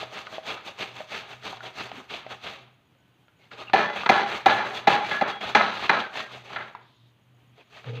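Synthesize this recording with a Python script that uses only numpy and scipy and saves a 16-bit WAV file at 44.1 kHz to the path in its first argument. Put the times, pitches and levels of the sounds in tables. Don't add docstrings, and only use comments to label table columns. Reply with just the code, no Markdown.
import sys
import numpy as np
from scipy import signal
from scipy.fft import rfft, irfft
from scipy.io import wavfile
from scipy.ndimage import uniform_filter1d

SR = 44100
rng = np.random.default_rng(int(sys.argv[2]) if len(sys.argv) > 2 else 0)


def to_wav(sig):
    pcm = np.clip(np.atleast_2d(sig), -1, 1) * 32767
    pcm = np.round(pcm).astype(np.int16)
    wavfile.write(sys.argv[1], SR, pcm.T)


def to_linear_factor(level_db):
    exponent = np.asarray(level_db, float) / 20
    return 10 ** exponent


N = 352800

# f/Hz, level/dB per Hz
GRATER_SPECTRUM = [(18, -60.5), (30, -30.5), (58, -9), (114, -6.5), (332, -5.5), (420, 3.5), (492, -4.5),
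                   (639, 0), (2020, -5.5), (2620, -6.5), (4420, -14), (5310, -23.5), (6540, -22.5),
                   (9680, -37), (15500, -37.5)]
# t/s, peak level/dB, brightness/dB, time until clamped/s, board pitch f/Hz
KNOCKS = [(3.7345, 4, -11.5, 0.02, 772), (4.061, -6, -6, 0.011, 938), (4.093, 6.5, -11.5, 0.017, 779),
          (4.46, 6.5, -13, 0.019, 772), (4.873, 4, -10.5, 0.02, 804), (5.113, -10, -8, 0.016, 820),
          (5.2115, -1, -14, 0.019, 794), (5.411, -26.5, -1.5, 0.019, 740), (5.55, 3.5, -7, 0.017, 813),
          (5.608, -7.5, -2, 0.011, 1110), (5.895, -4.5, -4, 0.014, 890), (6.561, -20, -1.5, 0.017, 790)]
SOFT_BLOW_DULLING = 0.78


def rms_one(x):
    return x / np.sqrt(np.mean(x ** 2) + 1e-20)


def coloured(x, spectrum, modes=()):
    size = 2 ** 14
    hz = np.maximum(np.fft.rfftfreq(size, 1 / SR), 1)
    spectrum_hz, spectrum_db = np.array(spectrum).T
    db = np.interp(np.log(hz), np.log(spectrum_hz), spectrum_db)
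    for mode_hz, width_hz, mode_db in modes:
        db = db + mode_db / (1 + (2 * (hz - mode_hz) / width_hz) ** 2)
    cepstrum = irfft(np.log(to_linear_factor(db)))
    cepstrum[1:size // 2] *= 2
    cepstrum[size // 2 + 1:] = 0
    impulse = irfft(np.exp(rfft(cepstrum)))
    return signal.fftconvolve(x, impulse)[:N]


def band(x, low_hz, high_hz):
    return signal.sosfilt(signal.butter(3, [low_hz, high_hz], "band", fs=SR, output="sos"), x)


def gentle_band(x, low_hz, high_hz):
    return signal.lfilter(*signal.butter(1, [low_hz, high_hz], "band", fs=SR), x)


def resonance(x, hz, width_hz):
    r = np.exp(-np.pi * width_hz / SR)
    return signal.lfilter([1, 0, -1], [1, -2 * r * np.cos(2 * np.pi * hz / SR), r * r], x)


def resonance_twice(x, hz, width_hz):
    return resonance(resonance(x, hz, width_hz), hz, width_hz)


def drift(rate_hz):
    r = np.exp(-2 * np.pi * rate_hz / SR)
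    settle = SR // 4
    return rms_one(signal.lfilter([1], [1, -2 * r, r * r], rng.standard_normal(N + settle))[settle:])


def grains(per_s, spread_db, clump_db):
    sizes = to_linear_factor(spread_db * np.minimum(rng.exponential(1, N), 4)) * rng.choice([-1, 1], N)
    happens = rng.random(N) < per_s / SR
    return sizes * happens * to_linear_factor(clump_db * drift(50))


def swells(s, held_s, db, rise_rate, fall_rate, arch_db=0):
    t = np.arange(0, N + 32, 32) / SR
    columns = (s, held_s, db, rise_rate, fall_rate)
    s, held_s, db, rise_rate, fall_rate = [np.reshape(v, (-1, 1)) for v in columns]
    rise = rise_rate * np.maximum(s - t, 0)
    fall = fall_rate * np.maximum(t - s - np.abs(held_s), 0)
    place = np.clip(2 * (t - s) / np.maximum(held_s, .06) - 1, -1, 1)
    levels = db - rise - fall + arch_db * (.5 - place ** 2)
    return np.interp(np.arange(N) / SR, t, np.sqrt(np.sum(to_linear_factor(levels) ** 2, axis=0)))


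def torn():
    # f/Hz, width/Hz, level/dB
    plate_modes = [(203, 24, 5), (426, 44, -2.5), (630, 76, 1.5), (800, 60, 4), (1246, 69, 6.5),
                   (1960, 250, -3.5), (2656, 310, 3), (3360, 170, 4.5), (3710, 160, 3), (6180, 420, 5.5)]
    root = coloured(grains(9000, 2.7, 1.3), GRATER_SPECTRUM, plate_modes)
    edges = np.geomspace(350, 5600, 10)
    parts = [gentle_band(root, low, high) for low, high in zip(edges, edges[1:])]
    return root + sum(0.2 * drift(15) * part for part in parts)


def played(root, kinds):
    hiss = rms_one(band(root, 5000, 18000))
    plate = rms_one(band(root, 1900, 4400))
    tray = rms_one(band(root, 25, 1900))
    arch_db = 5
    rounding_s = .006
    powers = np.zeros((3, N))
    for rows, (hiss_fall, plate_fall, tray_fall, tray_db) in kinds:
        s, held_s, hiss_db, plate_re_hiss_db, rise = np.transpose(rows)
        plate_db = hiss_db + plate_re_hiss_db
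        powers += np.square([swells(s, held_s, hiss_db, rise, hiss_fall),
                             swells(s, held_s, plate_db, rise, plate_fall, arch_db),
                             swells(s, held_s, plate_db + tray_db, rise, tray_fall, arch_db)])
    rounded = uniform_filter1d(powers, int(rounding_s * SR) + 1, axis=1).clip(0)
    return np.sum(np.sqrt(rounded) * [hiss, plate, tray], axis=0)


def grating():
    # t/s at full speed, held/s, hiss level/dB, plate re hiss/dB, rise/dB per s
    pushes = [
        (0, 0.0064, -52, 15.5, 400),
        (.139, 0.057, -54, 16, 450),
        (.472, 0.056, -52.5, 16.5, 446),
        (.79, 0.048, -51.5, 15.5, 900),
        (1.115, 0.067, -53, 16.5, 500),
        (1.447, 0.068, -55, 16.5, 500),
        (1.777, 0.063, -53.5, 16.5, 402),
        (2.106, 0.063, -56, 18.5, 1000),
        (2.44, 0.091, -57, 17, 497),
    ]
    pulls = [
        (.317, 0.041, -57.5, 15.7, 348),
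        (.659, 0.023, -53.5, 13.6, 690),
        (.957, 0.061, -58.5, 13.4, 350),
        (1.301, 0.035, -59, 12.6, 300),
        (1.642, 0.024, -57.5, 15.3, 348),
        (1.957, 0.034, -59, 13.7, 350),
        (2.3, 0.021, -57.5, 16.4, 800),
    ]
    feeble = [
        (3.409, 0.065, -77.5, 14.7, 500),
        (3.585, 0.04, -61, 19.4, 600),
        (6.165, 0.048, -54.5, 18, 285),
        (6.32, 0.055, -60.5, 15.7, 400),
        (6.452, 0.014, -64, 14.4, 800),
        (6.51, 0.021, -61.5, 20.3, 300),
        (6.662, .015, -70, 14, 900),
    ]
    resumed = [
        (7.578, 0.035, -76.5, 17.5, 300),
        (7.735, 0.068, -66.5, 16.4, 300),
        (7.85, 0.05, -70.5, 20.6, 1000),
        (7.95, 0.025, -68.5, 22.2, 300),
    ]
    # t/s at full speed, held/s, hiss level/dB, plate re hiss/dB
    landings = [
        (3.516, 0.0043, -66, 18),
        (3.755, .07, -57, 17),
        (4.112, 0.063, -52.5, 16.5),
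        (4.481, 0.077, -52, 18.5),
        (4.893, 0.039, -48, 19.5),
        (5.279, 0.019, -54, 16),
        (5.411, 0.089, -55.5, 19),
        (5.57, 0.047, -58, 19.5),
        (5.914, .06, -85, 29),
        (6.575, 0.058, -69.5, 22.5),
    ]
    ways_back = [
        (3.953, 0.09, -57.5, 19.5),
        (4.293, 0.077, -53, 17),
        (4.653, 0.06, -58, 12),
        (4.748, 0.023, -51.5, 15.5),
        (5.055, 0.11, -53.5, 18),
        (5.739, 0.029, -56, 18.5),
        (5.81, 0.053, -54, 21),
        (5.99, 0.018, -58, 22),
    ]
    # hiss fall/dB per s, plate fall/dB per s, tray fall/dB per s, tray re plate/dB
    push_manner = (211, 161, 134, -2.5)
    pull_manner = (213, 230, 211, -1.5)
    feeble_manner = (206.5, 194, 155, -1.5)
    resumed_manner = (205, 250, 250, -4)
    landed_manner = (204, 171, 149.5, -0.5)
    return_manner = (231.5, 229, 198.5, -2)
    landed = [(*row, 2498.5) for row in landings]
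    returns = [(*row, 403) for row in ways_back]
    return played(torn(), [(pushes, push_manner), (pulls, pull_manner), (feeble, feeble_manner),
                           (resumed, resumed_manner), (landed, landed_manner), (returns, return_manner)])


def air():
    # f/Hz, level/dB per Hz
    air_spectrum = [(15, -38), (25, -9.5), (44, -14), (126, -2.5), (215, -7.5), (289, -9), (537, -17),
                    (722, -16), (2010, -21.5), (3090, -19), (5430, -38.5), (6550, -34), (7300, -40),
                    (15500, -39)]
    level_db = -64 + 1.0 * drift(3.9)
    return to_linear_factor(level_db) * rms_one(coloured(rng.standard_normal(N), air_spectrum))


def hum():
    # t/s of the crest, level/dB
    throbs = [(.03, -50), (.35, -62), (.55, -65), (.92, -54), (1.17, -56), (1.39, -53), (1.62, -53),
              (1.87, -52.5), (2.33, -54), (2.65, -57), (3.13, -67), (3.61, -54.5), (4.3, -56.5),
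              (4.62, -49.5), (4.77, -50.5), (5.1, -57), (5.49, -55.5), (5.8, -61), (6.37, -49), (6.59, -50),
              (6.85, -58), (7.06, -55), (7.34, -56), (7.52, -56), (7.79, -60)]
    thump_lag_s, thump_db = 0.047, -53.5
    floor_db, sink_db_per_s2 = -70, 1201
    t = np.arange(0, N + 64, 64) / SR
    thumps = [(knock[0] + thump_lag_s, knock[1] + thump_db) for knock in KNOCKS]
    crests = list(throbs) + thumps
    power = to_linear_factor(floor_db) ** 2 + sum(to_linear_factor(db - sink_db_per_s2 * (t - s) ** 2) ** 2 for s, db in crests)
    gain = np.interp(np.arange(N) / SR, t, np.sqrt(power))
    pitch_hz = 121.3 + 3 * drift(5.95)
    return gain * np.sin(2 * np.pi * np.cumsum(pitch_hz) / SR)


def taps():
    # t/s, peak level/dB, pitch f/Hz, t60/s, crack re peak/dB
    tap_rows = [(0.03, -26, 636, 0.03, -24), (0.269, -32.5, 1257, 0.064, 0.5),
                (0.328, -35, 624, 0.06, -25.5), (0.382, -23, 650, 0.043, -15), (0.467, -43, 1310, 0.04, 7),
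                (0.576, -37, 1290, 0.085, -2), (1.005, -28.5, 620, 0.069, -16),
                (1.529, -30.5, 773, 0.062, -20), (1.606, -31, 1440, 0.031, -8),
                (1.916, -35.5, 780, 0.03, 4.5), (2.1, -38, 2190, 0.06, -20), (2.265, -32.5, 630, 0.046, -2),
                (2.95, -60.5, 540, 0.075, 2), (3.282, -57.5, 1400, 0.076, 4),
                (3.515, -36.5, 1390, 0.04, -3), (3.698, -35.5, 1233, 0.053, 2.5),
                (4.0345, -31, 1220, 0.09, -2), (5.048, -30, 1630, 0.04, 0), (5.276, -29, 850, 0.031, -22),
                (5.794, -30, 1210, 0.033, 1), (5.498, -29.5, 903, 0.04, -1.5), (6.155, -30, 1805, 0.063, 4),
                (6.75, -27, 984, 0.026, -12), (7.843, -47, 1300, 0.042, 7)]
    noise = rms_one(band(coloured(rng.standard_normal(N), GRATER_SPECTRUM), 500, 4500))
    out, t = np.zeros(N), np.arange(6000) / SR
    for s, db, hz, t60, crack_db in tap_rows:
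        at = round(s * SR) + np.arange(len(t))
        mode = np.sin(2 * np.pi * hz * t) + 0.52 * np.sin(2 * np.pi * 1.17 * hz * t)
        mode = mode * (1 - np.exp(-t / 0.00029)) * to_linear_factor(-60 * t / max(t60, .01))
        crack_fall = 2 * to_linear_factor(-60 * t / 0.009) + .15 * to_linear_factor(-60 * t / .25)
        crack = to_linear_factor(crack_db) * noise[at] * (1 - np.exp(-t / 0.00061)) * crack_fall
        out[at] += to_linear_factor(db) * (mode + crack)
    return out


def ticks():
    # t/s, peak level/dB, pitch f/Hz
    tick_rows = [(.1226, -34, 622), (.4544, -33, 2310), (.4658, -22, 3900), (.6574, -34, 3700),
                 (.7811, -33, 3110), (.7921, -30, 1350), (1.1039, -33, 2780), (1.81, -27, 2500),
                 (5.7951, -26, 1210), (6.156, -28, 1830), (6.71, -42, 600), (3.745, -14, 1400),
                 (1.4262, -33, 1420), (1.7469, -36, 2350), (2.1011, -35, 2310), (2.2473, -38, 1260),
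                 (2.307, -33, 1200), (2.4144, -36, 2290), (3.283, -62, 2400), (3.5138, -36, 2400),
                 (3.524, -42, 3500), (3.5811, -36, 2670), (3.7717, -19, 1900), (4.0341, -28, 2600),
                 (4.0606, -13, 2000), (4.1294, -19, 1690), (4.9091, -20, 1700), (5.0508, -26, 1630),
                 (5.1137, -14, 2600), (5.121, -18, 1660), (5.1501, -24, 1640), (5.2119, -24, 2100),
                 (5.2788, -24, 2350), (5.4105, -27, 3300), (5.4858, -26, 2050), (5.498, -24.5, 2050),
                 (5.5495, -6.5, 2050), (5.6085, -11, 1700), (5.611, -12, 2100), (5.7283, -18, 2430),
                 (5.7622, -29, 2670), (5.826, -22, 816), (5.882, -33, 4200), (5.8948, -9, 2050),
                 (5.943, -19, 1300), (5.98, -20, 1100), (6.156, -25, 750), (6.1867, -28, 1750),
                 (6.3099, -30, 1190), (6.4526, -41, 2580), (6.5055, -31.5, 842), (6.5634, -27, 3600),
                 (7.843, -46, 2350)]
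    cycles, partner_ratio = 16, 1.23
    out, t = np.zeros(N), np.arange(1500) / SR
    attack = 1 - np.exp(-(t / .0005) ** 2)
    for s, db, hz in tick_rows:
        pair = np.sin(2 * np.pi * hz * t) + .6 * np.sin(2 * np.pi * partner_ratio * hz * t)
        out[round(s * SR):][:len(t)] += to_linear_factor(db - 2.5) * pair * attack * to_linear_factor(-60 * t * hz / cycles)
    return out


def singing():
    # t/s, length/s, pitch f/Hz, width/Hz
    singing_rows = [(3.67, .035, 2720, 60), (3.74, .18, 1760, 40), (4.1, .12, 1700, 35),
                    (4.47, .16, 1715, 60), (4.5, .07, 3430, 40), (6.78, .36, 3500, 500),
                    (6.03, .09, 1550, 50), (6.16, .125, 1880, 60), (2.95, .55, 1505, 2),
                    (7.32, .2, 715, 30), (7.945, .035, 2650, 200), (7.575, .06, 450, 200),
                    (3.39, .09, 2150, 60), (1.92, .12, 220, 60), (4.88, .13, 1690, 50),
                    (5.56, .12, 1700, 70), (6.33, .06, 680, 80), (6.575, .07, 1600, 150),
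                    (7.72, .07, 2600, 200), (7.59, .035, 2550, 150), (7.76, .05, 700, 120),
                    (4.74, .05, 3400, 120), (3.95, .08, 2550, 40), (5.04, .05, 2300, 80)]
    singing_levels = [-43.5, -33, -32, -31.5, -41, -68, -44, -45, -79.5, -78, -51, -57, -67, -49, -36, -31,
                      -45, -41, -58, -60.5, -55, -43, -47, -41]
    out = np.zeros(N)
    for (s, length_s, hz, width_hz), db in zip(singing_rows, singing_levels):
        settled = resonance_twice(rng.standard_normal(SR * 2 // 3), hz, 2.3 * width_hz)
        run = settled[-int(length_s * SR):]
        swell = signal.windows.tukey(len(run), .3) * to_linear_factor(np.linspace(2, -4, len(run)))
        out[round(s * SR):][:len(run)] += to_linear_factor(db) * rms_one(run) * swell
    return out


def cricket():
    # t/s, peak level/dB
    chirps = [(2.604, -69), (2.7237, -76.5), (2.8544, -76), (2.9844, -72), (3.1223, -78.5), (3.2544, -75),
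              (3.3707, -72), (6.735, -72), (6.81, -76), (6.9461, -72), (7.0828, -78), (7.216, -76),
              (7.3462, -74), (7.4759, -72.5), (7.6547, -72)]
    out, t = np.zeros(N), np.arange(600) / SR
    for s, level_db in chirps:
        for lag_s, db, hz in [(-.004, -4, 6730), (.014, -1.5, 6700), (.032, -12, 6600)]:
            at = round((s + lag_s) * SR)
            out[at:at + 600] += to_linear_factor(level_db + db) * np.hanning(600) * np.sin(2 * np.pi * hz * t)
    return out


def dishes():
    # f/Hz, level/dB per Hz
    board_spectrum = [(24, -64), (40, -31), (207, -5.5), (397, -6.5), (484, -4), (778, -2), (1190, -3),
                      (1730, -1), (3300, -12.5), (5300, -28), (6010, -36), (15500, -70)]
    # f/Hz, width/Hz, level/dB
    dish_modes = [(213, 23, 5), (400, 50, 4.5), (591, 25, 5), (676, 23, 5), (789, 20, 8), (800, 11, -5),
                  (850, 16, 8.5), (984, 9.2, 4), (1117, 25, 1.5), (1293, 7.2, 8), (1370, 57, 3.5),
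                  (1493, 15, -9.5), (1650, 11, 9), (1690, 19, -0.5), (2040, 20, 7), (2260, 28, 1.5),
                  (2380, 50, 1.5), (2560, 23, -7), (3400, 46, 7.5), (3943, 220, 9), (4330, 90, 5)]
    shake = rms_one(grains(4000, 2.6, 1.7))
    ringing = sum(to_linear_factor(db + 2.6 * drift(4.1)) * resonance(shake, hz, width_hz) * np.pi * width_hz / SR
                  for hz, width_hz, db in dish_modes)
    return coloured(1.34 * shake + ringing, board_spectrum, [(5300, 310, -6.5), (6220, 1000, 10.5)])


def knocks(ringing):
    # f/Hz, level/dB, t60/s
    struck_modes = [(677, -11.5, 0.11), (970, -12, 0.075), (1350, -8.5, .1), (1720, -9.5, 0.085),
                    (2050, -10.5, .12), (2430, -13, 0.11), (2750, -17.5, 0.083), (3390, -20, 0.11),
                    (4050, -19.5, 0.065)]
    lower = rms_one(band(ringing, 150, 1600))
    upper = rms_one(band(ringing, 1100, 4600))
    top = rms_one(band(ringing, 4600, 13000))
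    air_noise = band(rng.standard_normal(N), 7000, 18000)
    out, t = np.zeros(N), np.arange(2200) / SR
    late = 1 - np.exp(-(t / .004) ** 3)
    crack_shape = (1 - np.exp(-t / 0.0012)) * (to_linear_factor(-350 * t) + 0.32 * to_linear_factor(-2500 * t))
    for s, db, bright_db, hold_s, hz in KNOCKS:
        at = round((s - .0015) * SR) + np.arange(len(t))
        clamp = 1 / (1 + np.exp(np.clip((t - hold_s) / 0.00085, -50, 50)))
        boom = late * to_linear_factor(-300 * t) * (0.77 * np.sin(2 * np.pi * hz * t) + 0.43 * rms_one(lower[at]))
        crack_noise = rms_one(upper[at]) + to_linear_factor(-21 + SOFT_BLOW_DULLING * db) * rms_one(top[at])
        crack = crack_shape * to_linear_factor(bright_db + 4.5) * crack_noise
        struck = np.zeros(len(t))
        for mode_hz, mode_db, t60 in struck_modes:
            fading = to_linear_factor(mode_db + rng.normal(0, 3) - 60 * t / t60)
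            struck += fading * np.sin(2 * np.pi * mode_hz * t + rng.uniform(0, 5.94))
        crack = 0.79 * crack + (1 - np.exp(-(t / 0.0017) ** 2)) * to_linear_factor(bright_db + 6) * struck
        spit = to_linear_factor(-50.5 + 0.99 * db - 430 * t) * air_noise[at]
        out[at] += to_linear_factor(db - 8.5) * clamp * (boom + crack + spit)
    return out


def rings():
    # t/s, length/s, pitch f/Hz, level/dB
    ring_rows = [(3.76, .07, 790, -34), (3.875, .055, 840, -34), (3.74, .13, 2430, -36.5),
                 (3.775, .05, 2750, -39), (3.76, .04, 2030, -37), (3.87, .09, 2020, -43.5),
                 (4.112, .02, 800, -27), (4.152, 0.053, 795, -24.5), (4.232, .046, 805, -27),
                 (4.32, .04, 790, -38), (4.485, .025, 860, -26.5), (4.518, 0.047, 790, -26),
                 (4.6, .05, 850, -28.5), (4.7, 0.072, 770, -39), (4.93, 0.062, 815, -24.5),
                 (4.9, .02, 815, -28), (5.005, 0.056, 820, -29), (5.277, .125, 3320, -45),
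                 (5.114, .092, 1685, -30), (5.41, .025, 3320, -40), (4.47, .12, 1715, -33),
                 (3.75, .12, 1740, -33), (4.105, .115, 1700, -33), (5.355, .035, 800, -44),
                 (6.2, 0.092, 1600, -48), (6.03, .085, 1550, -45), (5.277, .036, 820, -34),
                 (5.62, 0.058, 820, -32), (5.69, .05, 800, -40), (5.93, .07, 1280, -34.5),
                 (5.57, 0.061, 2050, -33), (5.57, .08, 1276, -31), (4.47, .1, 1400, -33),
                 (4.11, .1, 1350, -34)]
    wobble_hz = 10 * drift(60)
    flutter = to_linear_factor(1.6 * drift(70))
    out = np.zeros(N)
    for s, length_s, hz, db in ring_rows:
        at = round(s * SR) + np.arange(int(length_s * SR))
        swell = signal.windows.tukey(len(at), .25) * to_linear_factor(np.linspace(0, -3, len(at)))
        tone = np.sin(2 * np.pi * np.cumsum(hz + wobble_hz[at]) / SR)
        out[at] += to_linear_factor(db + 3) * swell * flutter[at] * tone
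    return out


def rattle(body):
    # t/s, lower modes level/dB, upper modes level/dB, held/s, fall/dB per s
    rattle_rows = [(3.755, -25, -23.5, 0.038, 89.5), (4.074, -36.5, -28.5, 0.0028, 900),
                   (4.112, -27.5, -23.5, 0.071, 100), (4.48, -26.5, -24, 0.045, 69),
                   (4.893, -26.5, -24, 0.063, 136), (5.13, -40.5, -32, 0.016, 98),
                   (5.23, -34.5, -31, 0.063, 161), (5.566, -24.5, -20, 0.007, 100.5),
                   (5.911, -28, -24, 0.026, 127.5), (6.575, -46.5, -38.5, 0.033, 120),
                   (6.752, -53, -52, 0.018, 170)]
    s, lower_db, upper_db, held_s, fall = np.transpose(rattle_rows)
    top_db = upper_db - 10.5 + SOFT_BLOW_DULLING * (upper_db + 24)
    rise = 1499.5
    lower = swells(s, held_s, lower_db, rise, fall)
    upper = swells(s, held_s, upper_db, rise, fall)
    top = swells(s, held_s, top_db, rise, fall)
    lower_body = rms_one(band(body, 30, 1000))
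    upper_body = rms_one(gentle_band(band(body, 950, 3200), 1100, 2300))
    top_body = rms_one(band(body, 2600, 12000))
    return lower * lower_body + upper * upper_body + top * top_body


def judder():
    # f/Hz, width/Hz
    table_modes = [
        (122, 11.6),
        (460, 51),
        (830, 90),
    ]
    gate = swells(7.874, 0, 0, 510, 30)
    slips = gate * grains(2000, 0.88, 1.1)

    def even(x):
        return x / np.sqrt(uniform_filter1d(x ** 2, 1500) + 1e-3 * np.max(x ** 2))

    low, high, top = [even(resonance_twice(slips, hz, width_hz)) for hz, width_hz in table_modes]
    scrape = even(band(slips, 168, 420))
    return gate * to_linear_factor(-33) * (low + to_linear_factor(-8.5) * (high + 0.2 * top + 0.5 * scrape))


def kitchen(x):
    t60_s, tail_db = 0.64, -19
    t = np.arange(SR) / SR
    tail = band(rng.standard_normal(SR), 250, 4300) * to_linear_factor(-60 * t / t60_s) * (1 - np.exp(-t / 0.01))
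    return x + to_linear_factor(tail_db) * signal.fftconvolve(x, tail / np.sqrt(np.sum(tail ** 2)))[:N]


def scene():
    body = dishes()
    table = rattle(body) + knocks(body) + singing() + rings() + ticks() + judder()
    return (kitchen(grating() + taps()) + table + hum() + cricket() + air())[None]


def roll_off(x):
    return signal.sosfilt(signal.butter(12, 15960, fs=SR, output="sos"), x)


def record(dry):
    heard = signal.sosfilt(signal.butter(2, 60, "high", fs=SR, output="sos"), dry)
    rounded = 1.23 * np.tanh(heard / 1.143)
    top_cut = signal.ellip(12, .5, 70, 15560, fs=SR, output="sos")
    mix = signal.sosfilt(top_cut, rounded)
    return roll_off(mix)


dry = scene()
out = record(dry)
to_wav(out)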